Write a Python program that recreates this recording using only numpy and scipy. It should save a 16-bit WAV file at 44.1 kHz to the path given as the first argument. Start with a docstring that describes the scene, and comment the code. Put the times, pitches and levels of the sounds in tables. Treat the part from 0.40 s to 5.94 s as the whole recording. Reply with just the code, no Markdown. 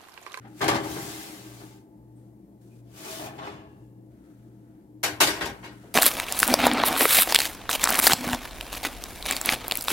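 """Rack and tray out of the oven

A wire rack with a baking tray is dragged out of an open oven; the tray rests, slides off and is set down.
Then rack and steel door clunk and rattle. A fridge hums in the small kitchen. Steel is shaped noise through
resonant modes, cloth is lumpy noise, the hum is two beating tones, and sparse decaying taps give the echo.
"""
import sys
import numpy as np
from scipy import signal
from scipy.fft import rfft, irfft, next_fast_len
from scipy.io import wavfile
from scipy.ndimage import uniform_filter1d

SR = 44100
rng = np.random.default_rng(int(sys.argv[2]) if len(sys.argv) > 2 else 0)


def persist_wave(psi):
    """Save psi, clipped to +-1, as 16-bit WAV."""
    counts = np.round(np.clip(psi, -1, 1) * 32767).astype(np.int16)
    wavfile.write(sys.argv[1], SR, np.atleast_2d(counts).T)


N = 244314
SIZE = next_fast_len(N)
TIME, HZ = np.arange(N) / SR, np.fft.rfftfreq(SIZE, 1 / SR)

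# Room tone spectrum. Each row: frequency in Hz, relative level in dB.
AIR_COLOUR = [(30, -23), (54, -7.5), (81, -22), (120, -15), (160, -9.5), (300, -7.5), (438, -17),
              (521, -18.5), (900, -28.5), (1300, -40.5), (1700, -64)]
# Room resonances. Each row: centre in Hz, width of each of two passes in Hz, rms level in dB.
AIR_PEAKS = [(61, 19, -66), (200.9, 46, -58), (265, 87, -72), (305.2, 38, -55), (519.4, 31, -74),
             (681, 30, -74.5), (848, 15, -77.5)]
# Microphone hiss spectrum. Each row: frequency in Hz, relative level in dB.
HISS_COLOUR = [(530, -31), (900, -10), (1200, -21), (1780, -18.5), (2130, -20.5), (2620, -26), (5900, -27),
               (13800, -22.5), (16300, -30)]
AIR_DB, HISS_DB = -57, -74
# Left-right likeness. Each row: frequency in Hz, likeness from 0 to 1.
LIKENESS = [(60, 0.9), (250, 1), (500, 0.77), (900, 0.91), (1500, 0.056), (16000, 0.038)]
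# Kitchen echo decay. Each row: frequency in Hz, t60 in seconds.
KITCHEN_DECAY = [(100, 0.25), (1000, 0.82), (5000, 0.2), (15000, 0.44)]
# Fabric friction spectrum. Each row: frequency in Hz, relative level in dB.
CLOTH_COLOUR = [(700, -34.5), (1300, 13.5), (2500, 1), (5000, -6.0), (9000, -5.0), (16000, -12.0)]
# Faint rustles of glove and sleeve. Each row: start in seconds, length in seconds, hiss in dB, scrape in dB.
RUSTLES = [(0, 0.076, -75, -60), (0.064, 0.13, -68, -66.5), (1.757, 0.12, -78.5, -81),
           (2.2, .19, -69.5, -77.5), (3.283, 0.19, -77, -90), (3.698, 0.22, -80, -74.5),
           (3.827, 0.25, -76, -75), (4.095, 0.17, -80.5, -78), (4.263, 0.16, -84, -76),
           (5.12, 0.11, -64, -67), (5.304, .24, -65, -63)]
# Faint rings, short tonal knocks and squeaks of wire and tray. Each row: start in seconds, pitch in Hz,
# level in dB before swell and decay, t60 in seconds.
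FAINT_TONES = [(0.041, 812, -50.5, .38), (1.22, 873, -59, 2), (1.755, 8600, -70.5, 0.38),
               (2.3, 2470, -71, 0.46), (2.65, 390, -39.5, 0.3), (2.79, 645, -39, 0.36),
               (2.98, 798, -41.5, 0.38), (3.1, 1690, -61, 1.1), (3.25, 860, -61, 1.0),
               (3.1, 2760, -60, 0.9)]
# Decay of struck sheet steel. Each row: frequency in Hz, t60 in seconds at ring factor 1.
STEEL_DECAY = [(80, 0.81), (260, 0.45), (700, 0.16), (1840, 0.23), (4850, 0.23), (12800, 0.15)]
# Centres in Hz of the bands in which a blow decays.
BLOW_BANDS_HZ = [70, 150, 300, 600, 1200, 2400, 4800, 9000, 14000]
# Rack and door clunks. Each row: start in seconds, level in dB before the modes, bass in dB,
# brightness in dB, ring factor.
CLUNKS = [(4.631, -23.5, 0.5, 5, 1.02), (4.641, -32, 8, -22, 1.35), (4.803, -13.5, .5, 4.5, 0.82),
          (4.824, -28.5, -10, 11, 1.05), (4.867, -23.5, 2, 2, 1.16), (4.949, -45, 8, 1, 2.4),
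          (4.985, -44.5, 21, -10, 0.65), (5.007, -26.5, 6, -7, 1.12), (5.052, -33.5, 11.5, 3, 0.74),
          (5.089, -39.5, 14.5, -3, 0.6), (5.225, -45.5, 11, -24, 1.5), (5.236, -42, 8, -4.5, 1.25),
          (5.43, -59, 26, -30, 1.8)]
# Clunk spectrum. Each row: frequency in Hz, relative level in dB.
DOOR_COLOUR = [(24, -17), (40, -12), (216, -11), (323, -3), (471, -3.5), (605, -3), (1220, -2), (2080, -1),
               (13000, -12.5), (15200, -14), (16300, -46)]
# Modes of door and oven box. Each row: frequency in Hz, gain in dB, approximate t60 in seconds.
DOOR_MODES = [(319, -2, 0.14), (397, -3, 0.13), (630, 0, 0.024), (689, 3.5, 0.11), (823, 0.5, 0.05),
              (927, 5, 0.045), (1057, 4.5, 0.047), (1490, 8, 0.13), (1600, 4, 0.044), (1886, -1, 0.088),
              (2180, 1.5, 0.062), (2430, -14, 0.12), (2530, -9, 0.11), (2880, 3, 0.062), (3210, -10, 0.066),
              (3360, -14.5, 0.067), (3960, -3.5, 0.047), (4530, 0.5, 0.052), (5020, 2, 0.074),
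              (5610, -1.5, .04)]
# Tray and rack knocks. Each row: start in seconds, level in dB before the modes, bass in dB,
# brightness in dB, ring factor.
KNOCKS = [(0.046, -48, 3, -18, 0.63), (0.205, -27.5, -3.5, -27, 1.8), (0.213, -24, -2.5, -1, 1.7),
          (0.239, -31.5, -8, 9, .6), (0.281, -14, -9.5, 3.5, 0.56), (0.309, -24, -3, -4, 1.18),
          (0.346, -24.5, -5, 0, 0.98), (0.434, -37.5, 6.5, 4, 1.66), (0.559, -35, 4.5, -11, 0.99),
          (0.649, -40, 4, -5, 0.47), (1.2, -50.5, 8, -10, 1.2), (2.572, -65, -3, -13, 0.55),
          (2.645, -43, -18, 13, 1.3), (2.791, -43, 6, -25, 5.2), (2.859, -40.5, -3, 5.5, 1.1),
          (2.981, -39, -6, -9, 1.8), (3.021, -38.5, -1, -11, 2.36), (3.045, -48.5, -3.5, 3.5, 2.8),
          (3.067, -36, -8, -12, 0.75), (3.119, -50, 5.5, -6, 1.7)]
# Knock spectrum. Each row: frequency in Hz, relative level in dB.
TRAY_COLOUR = [(24, -48), (40, -20.5), (127, -4), (216, -9.5), (331, -1.5), (471, -7), (883, -2),
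               (1350, -7.5), (6280, -21.5), (15200, -30.5), (16300, -41)]
# Strokes of steel on steel: rack creeps, is pulled out, then tray is drawn off.
# Each row of a stroke: time in seconds, sliding level in dB before offsets and modes.
STROKES = [
    [(.13, -72), (.2, -49)],
    [(.4, -53), (.5, -41.5), (.66, -40.5), (.84, -43.5), (1.03, -51), (1.25, -54.5), (1.37, -62.5),
     (1.44, -76)],
    [(2.45, -78), (2.52, -63.5), (2.58, -48.5), (2.67, -43), (2.73, -40), (2.86, -44.5), (2.92, -69),
     (2.97, -59.5)],
]
# Sliding spectrum. Each row: frequency in Hz, relative level in dB.
RUB_COLOUR = [(26, -38.5), (45, -17.5), (112, -2.5), (253, -7), (316, 6.5), (480, -8), (662, -9.5),
              (1420, -15.5), (3130, -22.5), (13100, -31), (16300, -34.5)]
# Centres in Hz of rumble, scrape and hiss.
RUB_BANDS_HZ = [500, 1900, 7000]
# Hiss, scrape, rumble in turn. Each row: offset in dB at full slide, share of each change in level.
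RUB_FOLLOW = [(-0.5, 1), (-7, 0.96), (-7, .7)]
# Modes of the loaded rack. Each row: frequency in Hz, gain in dB, approximate t60 in seconds.
RACK_MODES = [(138.7, 5, 1), (315.5, 3, 0.089), (403.5, 6.5, 0.16), (577.5, 4.5, 0.2), (691, 0, 0.053),
              (797.5, 7.5, 0.15), (889, 9.5, 0.94), (1145, -2, 0.1), (1570, 0, 0.073), (1740, 1, 0.27),
              (2056, 0.5, 0.072), (3130, 5, 0.61), (3720, -12.5, .1), (4340, 2.5, 0.2)]
# Modes of the tray alone. Each row: frequency in Hz, gain in dB, approximate t60 in seconds.
TRAY_MODES = [(326, -14.5, 0.65), (407, 17.5, 0.88), (648, 11.5, 0.24), (823, 10.5, 0.63), (830, 6, 0.24),
              (1085, 6.5, 0.31), (1182, 1, 0.41), (1760, 2, 0.15), (2480, 1.5, 0.044), (3016, 7.5, 0.093),
              (3440, 7.5, 0.15), (3900, -13.5, 0.17)]

HUM_CENTRE_HZ, HUM_DB = 119.2, -53.5
HUM_OFFSET_HZ, HUM_TOP_S, ROTOR_GAIN = .845, 2.37, .85  # tones lie one offset above and below centre
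RUSTLE_RISE_S, RUSTLE_FADE_S = 0.018, 0.035
FUZZ_S, SWELL_SHARE = 0.043, 0.018  # width as a share of pitch / t60; swell as a share of t60
CLUNK_CRACK_DB, CLUNK_TREBLE_RISE_S = -15.5, 0.0067
KNOCK_CRACK_DB, KNOCK_TREBLE_RISE_S = -7, 0.0041
CRACK_PER_BRIGHT = .55  # a bright, hard contact cracks more
RUB_FULL_DB = -42
TRAY_LIFTED_S = 2.1
LEFT_OVER_RIGHT_DB, LEFT_EARLY_S = 2.5, 0.00027
LOW_CUT_HZ, EDGE_HZ = 51.4, 16300


def gain_of(db):
    """Decibels to amplitude."""
    return 10 ** (np.asarray(db) / 20)


def evened(x):
    """Scales a channel pair to rms 1."""
    return x / np.sqrt(np.mean(x ** 2, axis=(-2, -1), keepdims=True) + 1e-20)


def read(points, hz):
    """Reads a (Hz, value) table on a log-frequency axis."""
    f, value = np.transpose(points)
    return np.interp(np.log(hz + 1), np.log(f + 1), value)


def wave(spectrum):
    """Back from spectrum to samples."""
    return irfft(spectrum, SIZE)[..., :N]


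def resonate(x, hz, width_hz):
    """A two-pole resonance of gain 1 at its centre."""
    b, a = signal.iirpeak(hz, hz / max(width_hz, .5), SR)
    return signal.lfilter(b, a, x)


def bands(spectrum, centres_hz):
    """Splits into overlapping bands that add up to the whole."""
    weights = np.eye(len(centres_hz))
    return np.array([wave(spectrum * read(list(zip(centres_hz, own)), HZ)) for own in weights])


def alike(a, b, hz):
    """Two channels from two unrelated spectra: a close pair of microphones agrees in the bass."""
    same = np.clip(read(LIKENESS, hz), -1, 1)
    return np.array([a, same * a + np.sqrt(1 - same ** 2) * b])


def noise(colour, grain_db=0., grain_samples=40, patchy_db=0.):
    """Spectrum of two-channel coloured noise, lumpy in level by short grains and patchy in colour."""
    a, b, lumps = rng.standard_normal((3, SIZE))
    lumps = uniform_filter1d(lumps, max(round(grain_samples), 1))
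    x = np.array([a, b]) * gain_of(grain_db * lumps / lumps.std())
    if patchy_db:
        hz, _, z = signal.stft(x, SR, nperseg=512)
        patches = uniform_filter1d(rng.standard_normal(z.shape[1:]), size=3, axis=0)
        patches = uniform_filter1d(patches, size=6, axis=1)
        above_bass = np.clip(hz / 1500, 0, 1)[:, None]
        x = signal.istft(z * gain_of(patchy_db * evened(patches) * above_bass), nperseg=512)[1]
    return alike(*rfft(x, SIZE), HZ) * gain_of(read(colour, HZ))


def air(white):
    """Room tone that pools in a few low resonances, over the hiss of the microphones."""
    room = evened(wave(noise(AIR_COLOUR))) * gain_of(AIR_DB)
    hiss = evened(wave(noise(HISS_COLOUR))) * gain_of(HISS_DB)
    peaks = sum(gain_of(db) * evened(resonate(resonate(white, hz, width_hz), hz, width_hz))
                for hz, width_hz, db in AIR_PEAKS)
    return room + hiss + peaks


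def fridge():
    """Mains hum and the slightly slower rotor beat against each other."""
    t = TIME - HUM_TOP_S
    mains = np.exp(2j * np.pi * HUM_OFFSET_HZ * t)
    rotor = ROTOR_GAIN * np.exp(-2j * np.pi * HUM_OFFSET_HZ * t)
    carrier = np.exp(2j * np.pi * (HUM_CENTRE_HZ * t + rng.random()))
    steps_s = np.arange(0, TIME[-1] + .2, .11)
    waver_db = np.interp(TIME, steps_s, 1.5 * rng.standard_normal(len(steps_s)))  # the load is uneven
    return gain_of(HUM_DB + waver_db) * ((mains + rotor) * carrier).real


def kitchen(x):
    """Echo of sparse taps of random sign, each band dying at its own speed."""
    taps = np.zeros((2, SR))
    at = np.arange(300, SR - 20, 20) + rng.integers(0, 20, (2, (SR - 301) // 20))  # one per 20 samples
    np.put_along_axis(taps, at, rng.choice([-1., 1.], at.shape), 1)
    taps = irfft(alike(*rfft(taps), np.fft.rfftfreq(SR, 1 / SR)), SR)
    hz, t, z = signal.stft(taps, SR, nperseg=256)
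    decay_db = -60 * t / read(KITCHEN_DECAY, hz)[:, None]
    tail = signal.istft(z * gain_of(decay_db), SR, nperseg=256)[1]
    return signal.fftconvolve(x, tail / np.linalg.norm(tail[0]), axes=1)[:, :N]


def cloth():
    """Soft lumpy friction of fabric: each rustle rises, holds and fades."""
    scrape, hiss = evened(bands(noise(CLOTH_COLOUR, 1.2, 300), RUB_BANDS_HZ[1:]))
    power = np.zeros((2, N))
    for start_s, length_s, hiss_db, scrape_db in RUSTLES:
        rise = np.clip((TIME - start_s) / RUSTLE_RISE_S, 0, 1)
        fade = np.exp(-np.maximum(TIME - start_s - length_s, 0) / RUSTLE_FADE_S)
        power += (gain_of([[hiss_db], [scrape_db]]) * rise * fade) ** 2
    return hiss * np.sqrt(power[0]) + scrape * np.sqrt(power[1])


def faint_tones(white):
    """Narrow, slightly fuzzy tones that swell and die; at a given pitch, the slower the decay, the purer."""
    out = np.zeros((2, N))
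    for start_s, hz, db, t60_s in FAINT_TONES:
        t = np.maximum(TIME - start_s, 0)
        width_hz = FUZZ_S * hz / t60_s
        tone = evened(resonate(resonate(white, hz, width_hz), hz, width_hz))
        swell = 1 - np.exp(-t / (SWELL_SHARE * t60_s))
        out += tone * swell * gain_of(db - 60 * t / t60_s)
    return out


def blows(rows, crack_db, treble_rise_s, colour, grain_db, patchy_db):
    """Each blow cracks, swells as loose parts chatter, then dies band by band at the speed of sheet steel."""
    spectrum = noise(colour, grain_db, patchy_db=patchy_db)
    middle = wave(spectrum * (HZ > 600) * (HZ < 3000))
    parts = bands(spectrum / middle.std(), BLOW_BANDS_HZ)
    hz = np.array(BLOW_BANDS_HZ)[:, None]
    power = np.zeros((len(BLOW_BANDS_HZ), N))
    rise_s = max(treble_rise_s, 3e-4) * (1 + 200 / hz)  # bass builds up later
    for start_s, db, bass_db, bright_db, ring_factor in rows:
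        at = round(start_s * SR)
        t = TIME[:N - at][:SR * 2 // 3]
        tilt_db = read([(250, bass_db), (1200, 0), (3500, bright_db / 5), (9000, bright_db)], hz)
        decay_db = -60 * t / (ring_factor * read(STEEL_DECAY, hz))
        body = (1 - np.exp(-t / rise_s)) * gain_of(tilt_db + decay_db)
        # first contact: short and bright
        crack_tilt = (hz > 2000) * np.minimum(hz / 3000, 1.7)
        crack = crack_tilt * gain_of(crack_db + CRACK_PER_BRIGHT * bright_db - 60 * t / 0.021)
        power[:, at:at + len(t)] += gain_of(2 * db) * (body ** 2 + crack ** 2)
    return (parts * np.sqrt(power)[:, None]).sum(axis=0)


def ring(drive, modes, wander_db):
    """The drive is heard directly and through each mode; the contact point moves, so the modes take turns."""
    steps_s = np.arange(0, TIME[-1] + .1, .07)
    wander = gain_of(wander_db * rng.standard_normal((len(modes), len(steps_s))))
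    out = drive
    for (hz, db, t60_s), share in zip(modes, wander):
        fed = drive * np.interp(TIME, steps_s, share)
        out = out + gain_of(db) * resonate(fed, hz, 2.07 / t60_s)
    return out


def door():
    """Clunks ring the panels of door and oven box."""
    drive = blows(CLUNKS, CLUNK_CRACK_DB, CLUNK_TREBLE_RISE_S, DOOR_COLOUR, 1.1, 2.5)
    return ring(drive, DOOR_MODES, 3.1)


def slide():
    """Hiss, scrape and rumble follow one level by different shares; contact fades in and out at each stroke."""
    parts = evened(bands(noise(RUB_COLOUR, 0.72, 90, 1.6), RUB_BANDS_HZ))
    out = np.zeros((2, N))
    for rows in STROKES:
        s, db = np.transpose(rows)
        off_db = -400 * np.maximum(np.maximum(s[0] - TIME, TIME - s[-1]), 0)  # 400 dB a second
        change_db = np.interp(TIME, s, db) - RUB_FULL_DB
        for part, (offset_db, share) in zip(parts[::-1], RUB_FOLLOW):
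            out += part * gain_of(RUB_FULL_DB + offset_db + share * change_db + off_db)
    return out


def tray():
    """Knocks and sliding ring the loaded rack at first, later the tray alone."""
    drive = blows(KNOCKS, KNOCK_CRACK_DB, KNOCK_TREBLE_RISE_S, TRAY_COLOUR, 1.5, 2.0) + slide()
    loaded_rack = ring(drive * (TIME < TRAY_LIFTED_S), RACK_MODES, 1.5)
    tray_alone = ring(drive * (TIME >= TRAY_LIFTED_S), TRAY_MODES, 2.5)
    return loaded_rack + tray_alone


def scene():
    """Steel and its echo over cloth, room tone and hum; all but the direct clunks reach the left first."""
    white = wave(noise([(20, 0), (20000, 0)]))
    rack, clunks = tray(), door()
    echo = gain_of(-13.0) * kitchen(rack + clunks)
    aside = rack + echo + cloth() + faint_tones(white) + air(white) + fridge()
    aside[1] = np.roll(aside[1], round(LEFT_EARLY_S * SR))
    return aside + clunks


def record(dry):
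    """The left microphone is a little louder; then a low cut and the band limit."""
    pair = dry * gain_of(np.array([[.5], [-.5]]) * LEFT_OVER_RIGHT_DB)
    pair = signal.sosfilt(signal.butter(6, LOW_CUT_HZ, "high", fs=SR, output="sos"), pair)
    band_limit = signal.firwin(511, EDGE_HZ, window=("kaiser", 9), fs=SR)
    return signal.oaconvolve(pair, band_limit[None], "same")


dry = scene()
out = record(dry)
persist_wave(out)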